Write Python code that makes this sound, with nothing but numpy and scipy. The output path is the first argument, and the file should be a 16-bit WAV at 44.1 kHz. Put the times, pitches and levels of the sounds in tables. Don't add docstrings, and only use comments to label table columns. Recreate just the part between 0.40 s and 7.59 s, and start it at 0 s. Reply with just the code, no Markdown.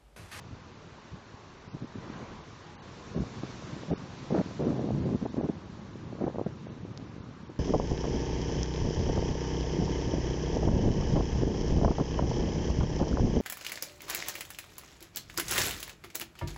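import sys
import numpy as np
from scipy import signal
from scipy.fft import rfft, irfft, next_fast_len
from scipy.io import wavfile
from scipy.ndimage import uniform_filter1d, map_coordinates

SR = 44100
rng = np.random.default_rng(int(sys.argv[2]) if len(sys.argv) > 2 else 0)


def ratio(d):
    e = np.asarray(d, float) / 20
    return 10 ** e


def put_to_file(sound):
    columns = np.atleast_2d(sound).T
    safe = np.clip(columns, -1, 1)
    whole_steps = np.round(safe * 32767)
    wavfile.write(sys.argv[1], SR, whole_steps.astype(np.int16))


N = 317079
T = np.arange(N) / SR

# time in seconds, spray level in dB.
CHURN = [(0, -64), (.64, -62.5), (1.25, -63.5), (2.0, -61.5), (2.65, -58.5), (3.1, -55.5), (3.4, -56.5),
         (3.65, -59.5), (3.95, -56.5), (4.6, -60.5), (5.15, -62.5), (6.1, -64), (7.19, -65.5)]
# frequency in Hz, level in dB per Hz.
BOOM_COLOUR = [(20, -16), (40, 8), (90, -5), (200, 4), (400, -22.5)]
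# frequency in Hz, level in dB per Hz.
WASH_COLOUR = [(60, -31), (150, -9.5), (350, 2.5), (700, -3.5), (1050, 0), (1350, -5), (1650, -6.5),
               (1900, -10.5), (3000, -20), (5000, -35.5)]
# frequency in Hz, level in dB per Hz.
SPRAY_COLOUR = [(800, -25.5), (2000, 0), (2800, 0), (3250, -1.5), (3600, 0), (4400, -1.5), (5100, -4.5),
                (5700, -3), (6400, -6), (7200, -9), (9000, -11.5)]
# time in seconds, level in dB.
BREEZE = [(0, -49), (.14, -52), (1.26, -55), (1.55, -49), (1.78, -42), (1.96, -49.5), (2.38, -52.5),
          (2.76, -44.5), (3.64, -43.5), (3.94, -48), (4.1, -42), (4.75, -42), (4.85, -46), (5.1, -43),
          (5.35, -45.5), (5.8, -42), (6.59, -43.5), (7.19, -48)]
# start in seconds, end in seconds, level in dB, eddy rate in Hz.
JETS = [(0.109, 0.151, -44.5, 140.5), (0.719, 0.762, -44.5, 120.5), (1.332, 1.372, -42, 180.3),
        (1.408, 1.454, -40, 193.1), (1.552, 1.589, -38.5, 183), (2.749, 2.788, -32.5, 231),
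        (2.798, 2.838, -30, 165.3), (3.034, 3.052, -40, 279), (3.481, 3.498, -37.5, 260.7),
        (3.503, 3.539, -26, 214.4), (3.904, 3.938, -28.5, 300.2), (3.941, 4.017, -25, 304),
        (4.193, 4.324, -29, 256.1), (4.329, 4.506, -33, 240.5), (4.5, 4.66, -29.5, 165.5),
        (4.662, 4.765, -29, 194.6), (4.813, 4.845, -34, 202.6), (4.853, 4.864, -25, 300.5),
        (4.967, 5.012, -30.5, 228.8), (5.031, 5.068, -28, 220.6), (5.087, 5.104, -28, 268.7),
        (5.803, 5.837, -31, 280.3), (5.834, 5.853, -27, 268.4), (5.865, 5.884, -26.5, 290.1),
        (5.886, 5.908, -40, 260.8), (5.943, 5.962, -41, 333.2), (5.992, 6.027, -44, 328.3),
        (6.063, 6.073, -26, 259.7)]
# time in seconds, peak in dB,
# eddy rate in Hz.
EDDIES = [(0.7365, -28, 122), (0.9435, -32, 177), (1.2797, -31, 145), (1.7014, -24, 213),
          (1.829, -28.5, 221), (3.3663, -24.5, 227), (3.435, -33, 327), (4.062, -24.5, 202),
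          (4.112, -30.5, 400), (4.944, -22.5, 230), (5.2134, -34.5, 181.4), (5.33, -35, 165),
          (5.5573, -28.5, 255.7), (5.674, -30, 213), (5.7321, -24.5, 232), (5.754, -32, 396),
          (5.959, -25.5, 400), (5.985, -17.5, 400), (5.9958, -20, 428), (6.0143, -16, 347),
          (6.2696, -34, 277.9), (6.4362, -26.5, 151.7), (6.4519, -27.5, 307), (6.5991, -30.5, 247),
          (6.7652, -29.5, 244), (6.782, -31, 256), (6.89, -29.5, 215), (7.034, -31.5, 214),
          (7.1, -30.5, 293)]
# time in seconds, peak in dB.
SLAMS = [(1.3494, -23.5), (1.4244, -25), (1.4458, -23.5), (1.5567, -24), (2.7645, -20.5), (2.7774, -18.5),
         (2.7899, -21), (2.8064, -17), (3.036, -19.5), (3.512, -20.5), (3.5294, -18), (3.979, -16),
         (4.2214, -21.5), (4.2707, -11), (4.3085, -18.5), (4.4431, -16.5), (4.507, -19.5), (4.7492, -12.5),
         (4.828, -16), (4.9825, -15), (5.012, -24.5), (5.0991, -12.5), (5.8221, -18), (5.844, -18),
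         (5.8768, -19), (6.0662, -25.5)]
# time in seconds, peak in dB.
FLICKS = [(2.754, -32.5), (2.838, -31.5), (3.035, -27), (3.225, -35), (3.435, -35.5), (3.513, -19.5),
          (3.907, -22.5), (3.949, -23.5), (3.981, -24.5), (4.22, -29.5), (4.329, -27.5), (4.394, -25),
          (4.475, -32.5), (4.49, -25), (4.507, -21), (4.663, -30.5), (4.854, -28.5), (4.944, -34),
          (5.012, -22.5), (5.098, -30), (5.727, -31.5), (5.787, -34.5), (5.813, -27.5), (5.879, -23.5),
          (5.9, -31), (6.066, -26.5), (6.27, -33.5)]
# frequency as a multiple of eddy rate, level in dB per Hz.
SWIRL_COLOUR = [(.1, -40.5), (.4, -5.5), (.7, 1.5), (1.2, -2), (2, -9), (3.5, -22.5), (6, -35), (12, -57.5),
                (30, -90)]
# start in seconds, end in seconds, pitch in Hz, level in dB.
WHISTLE = (2.24, 2.41, 826, -64)
# time in seconds, peak in dB, pitch in Hz, 60 dB decay in seconds.
CASE_TICK = (6.5755, -30, 4900, .0014)
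# start in seconds, end in seconds.
DROPOUT = (6.5926, 6.5965)
# frequency in Hz, gain in dB.
CONVERTER = [(5, -1), (7100, 0), (7500, -4.5), (7800, -12), (8000, -14), (8100, -88.5)]
# start in seconds, shortage from 0 to 1, shortage of every second frame after from 0 to 1.
LEAN_FRAMES = [(.183, .05, .02), (.311, .13, .02), (.951, .12, .02), (1.143, .06, 0), (1.271, .32, 0),
               (1.399, .22, .07), (1.719, .11, .08), (2.359, .45, .03), (2.743, .24, .04),
               (3.191, .08, .06), (3.511, .38, .02), (3.895, .17, .04), (4.215, .23, .15), (4.855, .26, 0),
               (4.983, .3, .11), (5.815, .19, .05), (6.007, .13, .08), (6.263, .43, .16), (7.031, .31, .1)]

CALM_DB = -65.5
FRAME_S, FIRST_EDGE_S = .064, .057


def unit(x):
    return x / np.sqrt(np.mean(x ** 2) + 1e-20)


def curves(rows):
    s, *cols = np.transpose(rows)
    return [np.interp(T, s, c) for c in cols]


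def wobble(rate):
    knots = rng.standard_normal(int(N * rate / SR) + 4)
    return map_coordinates(knots, [T * rate])


def coloured(x, points, scale=1):
    m = next_fast_len(len(x) + 8192)
    f, level_db = np.transpose(points)
    log_hz = np.log(np.fft.rfftfreq(m, 1 / SR) + 1)
    gain = ratio(np.interp(log_hz, np.log(f * scale), level_db, -90, -130))
    return unit(irfft(rfft(x, m) * gain, m)[:len(x)])


def patchy(depth_db):
    z = signal.stft(rng.standard_normal(N + 512), nperseg=512)[2]
    field = uniform_filter1d(rng.standard_normal(z.shape), size=5, axis=0)
    field = uniform_filter1d(field, size=12, axis=1)
    return signal.istft(z * ratio(depth_db * unit(field)), nperseg=512)[1][:N]


def gate(start, end, edge):
    return np.clip(np.minimum(T - start, end - T) / edge + .5, 0, 1)


def wave_on_ledge():
    since = T - 1.756
    return np.clip(np.minimum(1 + since / 0.29, 1 - since / 0.31), 0, 1)


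def spray_with_mist(spray, churn_db):
    above_mist_hz = signal.butter(N=2, Wn=5060, btype="high", fs=SR, output="sos")
    top = signal.sosfiltfilt(above_mist_hz, spray)
    return spray + (ratio(-1.5 + 0.38 * (churn_db - CALM_DB)) - 1) * top


def surf():
    churn_db, = curves(CHURN)
    slap = wave_on_ledge()
    wash_db = -58 + 0.7 * (churn_db - CALM_DB) + 8 * slap
    spray_db = churn_db + 3.5 * slap
    heave = wobble(5)
    wash_gain = ratio(wash_db + 2.5 + 0.46 * heave + 0.38 * wobble(14))
    wash = wash_gain * coloured(patchy(depth_db=1.0), WASH_COLOUR)
    spray = ratio(spray_db + 1.5 + 0.51 * heave) * coloured(patchy(depth_db=0.75), SPRAY_COLOUR)
    boom = ratio(wash_db - 5.0) * coloured(patchy(depth_db=3.0), BOOM_COLOUR)
    return boom + wash + spray_with_mist(spray, churn_db)


def wind():
    jet_hz = np.full(N, 200.)
    for start, end, db, hz in JETS:
        jet_hz[T > start - .01] = hz
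    return breeze() + jets(jet_hz) + thumps(jet_hz) + flicks()


def jets(jet_hz):
    force = np.zeros(N)
    for start, end, db, hz in JETS:
        force = np.maximum(force, ratio(db) * gate(start, end, edge=0.0045))
    return force * turbulence(uniform_filter1d(jet_hz, size=400), lumpy_db=4.0, even=0.52)


def thumps(jet_hz):
    out, t = np.zeros(N), np.arange(-1500, 1500) / SR
    eddies = EDDIES + [(s, db, jet_hz[round(s * SR)]) for s, db in SLAMS]
    for (s, db, hz), turn in zip(eddies, rng.random(len(eddies))):
        shape = np.exp(-(t * hz / 0.59) ** 2)
        swing = np.cos(2 * np.pi * hz * t + 1.1 * (turn - .5))
        sharpness = hz / 700 * np.cos(2 * np.pi * 1.96 * hz * t) * shape ** 2
        out[round(s * SR) - 1500:][:len(t)] -= ratio(db - 4.5) * shape * (swing + sharpness)
    return out


def flicks():
    hz, t = 450, np.arange(-1500, 1500) / SR
    kicks = np.zeros(N)
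    for s, db in FLICKS:
        kicks[round(s * SR)] = ratio(db)
    flick = -np.exp(-(t * hz / 0.5) ** 2) * np.cos(2.4 * np.pi * hz * t)
    return signal.fftconvolve(kicks, flick, "same")


def breeze():
    level_db, = curves(BREEZE)
    rate_hz = 150.3 * ratio(.15 * np.clip(level_db + 52, 0, 9))
    return ratio(level_db + 1.62 * wobble(30)) * turbulence(rate_hz, lumpy_db=4, even=0.19)


def turbulence(rate_hz, lumpy_db, even):
    place = np.cumsum(rate_hz / 200)
    lumps = rng.standard_normal(2 * N // 64 + 1).repeat(64)[:2 * N]
    kicks = rng.standard_normal(2 * N) * ratio(lumpy_db * lumps)
    pattern = coloured(kicks, SWIRL_COLOUR, scale=200.3)
    air = map_coordinates(pattern, [np.minimum(place, 2 * N - 2)], order=1)
    swing = np.abs(uniform_filter1d(air ** 2, size=900)) + 1e-3
    return unit(air / swing ** (np.clip(even, 0, 1) / 2))


def slot_whistle():
    start, end, hz, db = WHISTLE
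    return ratio(db + 5) * gate(start, end, edge=.03) * np.sin(2 * np.pi * hz * T + .8 * wobble(30))


def case_tick():
    s, db, hz, t60 = CASE_TICK
    t = np.maximum(T - s, 0)
    return -ratio(db + 4.0 - 60 * t / t60) * np.sin(2 * np.pi * hz * t)


def scene():
    return (surf() + wind() + slot_whistle() + case_tick())[None]


def bit_shortage(frames, floor_db, odd_db, lean_db, shortage_db):
    luck = rng.uniform(.6, 1.3, frames)
    step_db = floor_db + odd_db * luck
    for s, shortage, after in LEAN_FRAMES:
        first = round((s - FIRST_EDGE_S) / FRAME_S) + 1
        step_db[first::2] = lean_db + shortage_db * np.sqrt(after * luck[first::2])
        step_db[first + 1::2] = floor_db
        step_db[first] = lean_db + shortage_db * np.sqrt(min(shortage, .36))
    return step_db


def thrifty_camera(x):
    hz, t, z = signal.stft(x, SR, window="cosine", nperseg=706)
    frame = np.floor((t - FIRST_EDGE_S) / FRAME_S).astype(int) + 1
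    frames = frame.max() + 1
    size = np.abs(z)
    hiss = uniform_filter1d(np.median(size[(hz > 3000) & (hz < 6500)], axis=0), size=40)
    step_db = bit_shortage(frames, floor_db=-11, odd_db=2.5, lean_db=-10, shortage_db=31)
    bands = rng.standard_normal((len(z) // 3 + 1, frames)).repeat(3, axis=0)[:len(z)]
    colour = (np.median(size, axis=1) / np.median(hiss) + 1e-9)[:, None] ** .22
    step = hiss * np.minimum(colour, 1) * ratio(step_db + 2.8 * bands)[:, frame]
    lines = np.round(size / step - .1) * step * np.exp(1j * np.angle(z))
    fold, k = 128, np.arange(1, 16)[:, None]
    mirror = np.conj(lines[fold - k[:, 0]]) * np.exp(2j * np.pi * 16000 * t)
    lines[fold + k[:, 0]] = ratio(-.6 * k ** 1.5) * mirror
    return signal.istft(lines, SR, window="cosine", nperseg=706)[1][:N]


def top_cut(x):
    return signal.sosfilt(signal.butter(12, 8870, fs=SR, output="sos"), x)


def record(dry):
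    x = dry[0] * (1 - gate(*DROPOUT, edge=0.00013))
    x = x / (1 + np.abs(x / .2) ** 4) ** .25
    x = np.std(x) * coloured(x, CONVERTER)
    mix = thrifty_camera(x)[None]
    return top_cut(mix)


dry = scene()
out = record(dry)
put_to_file(out)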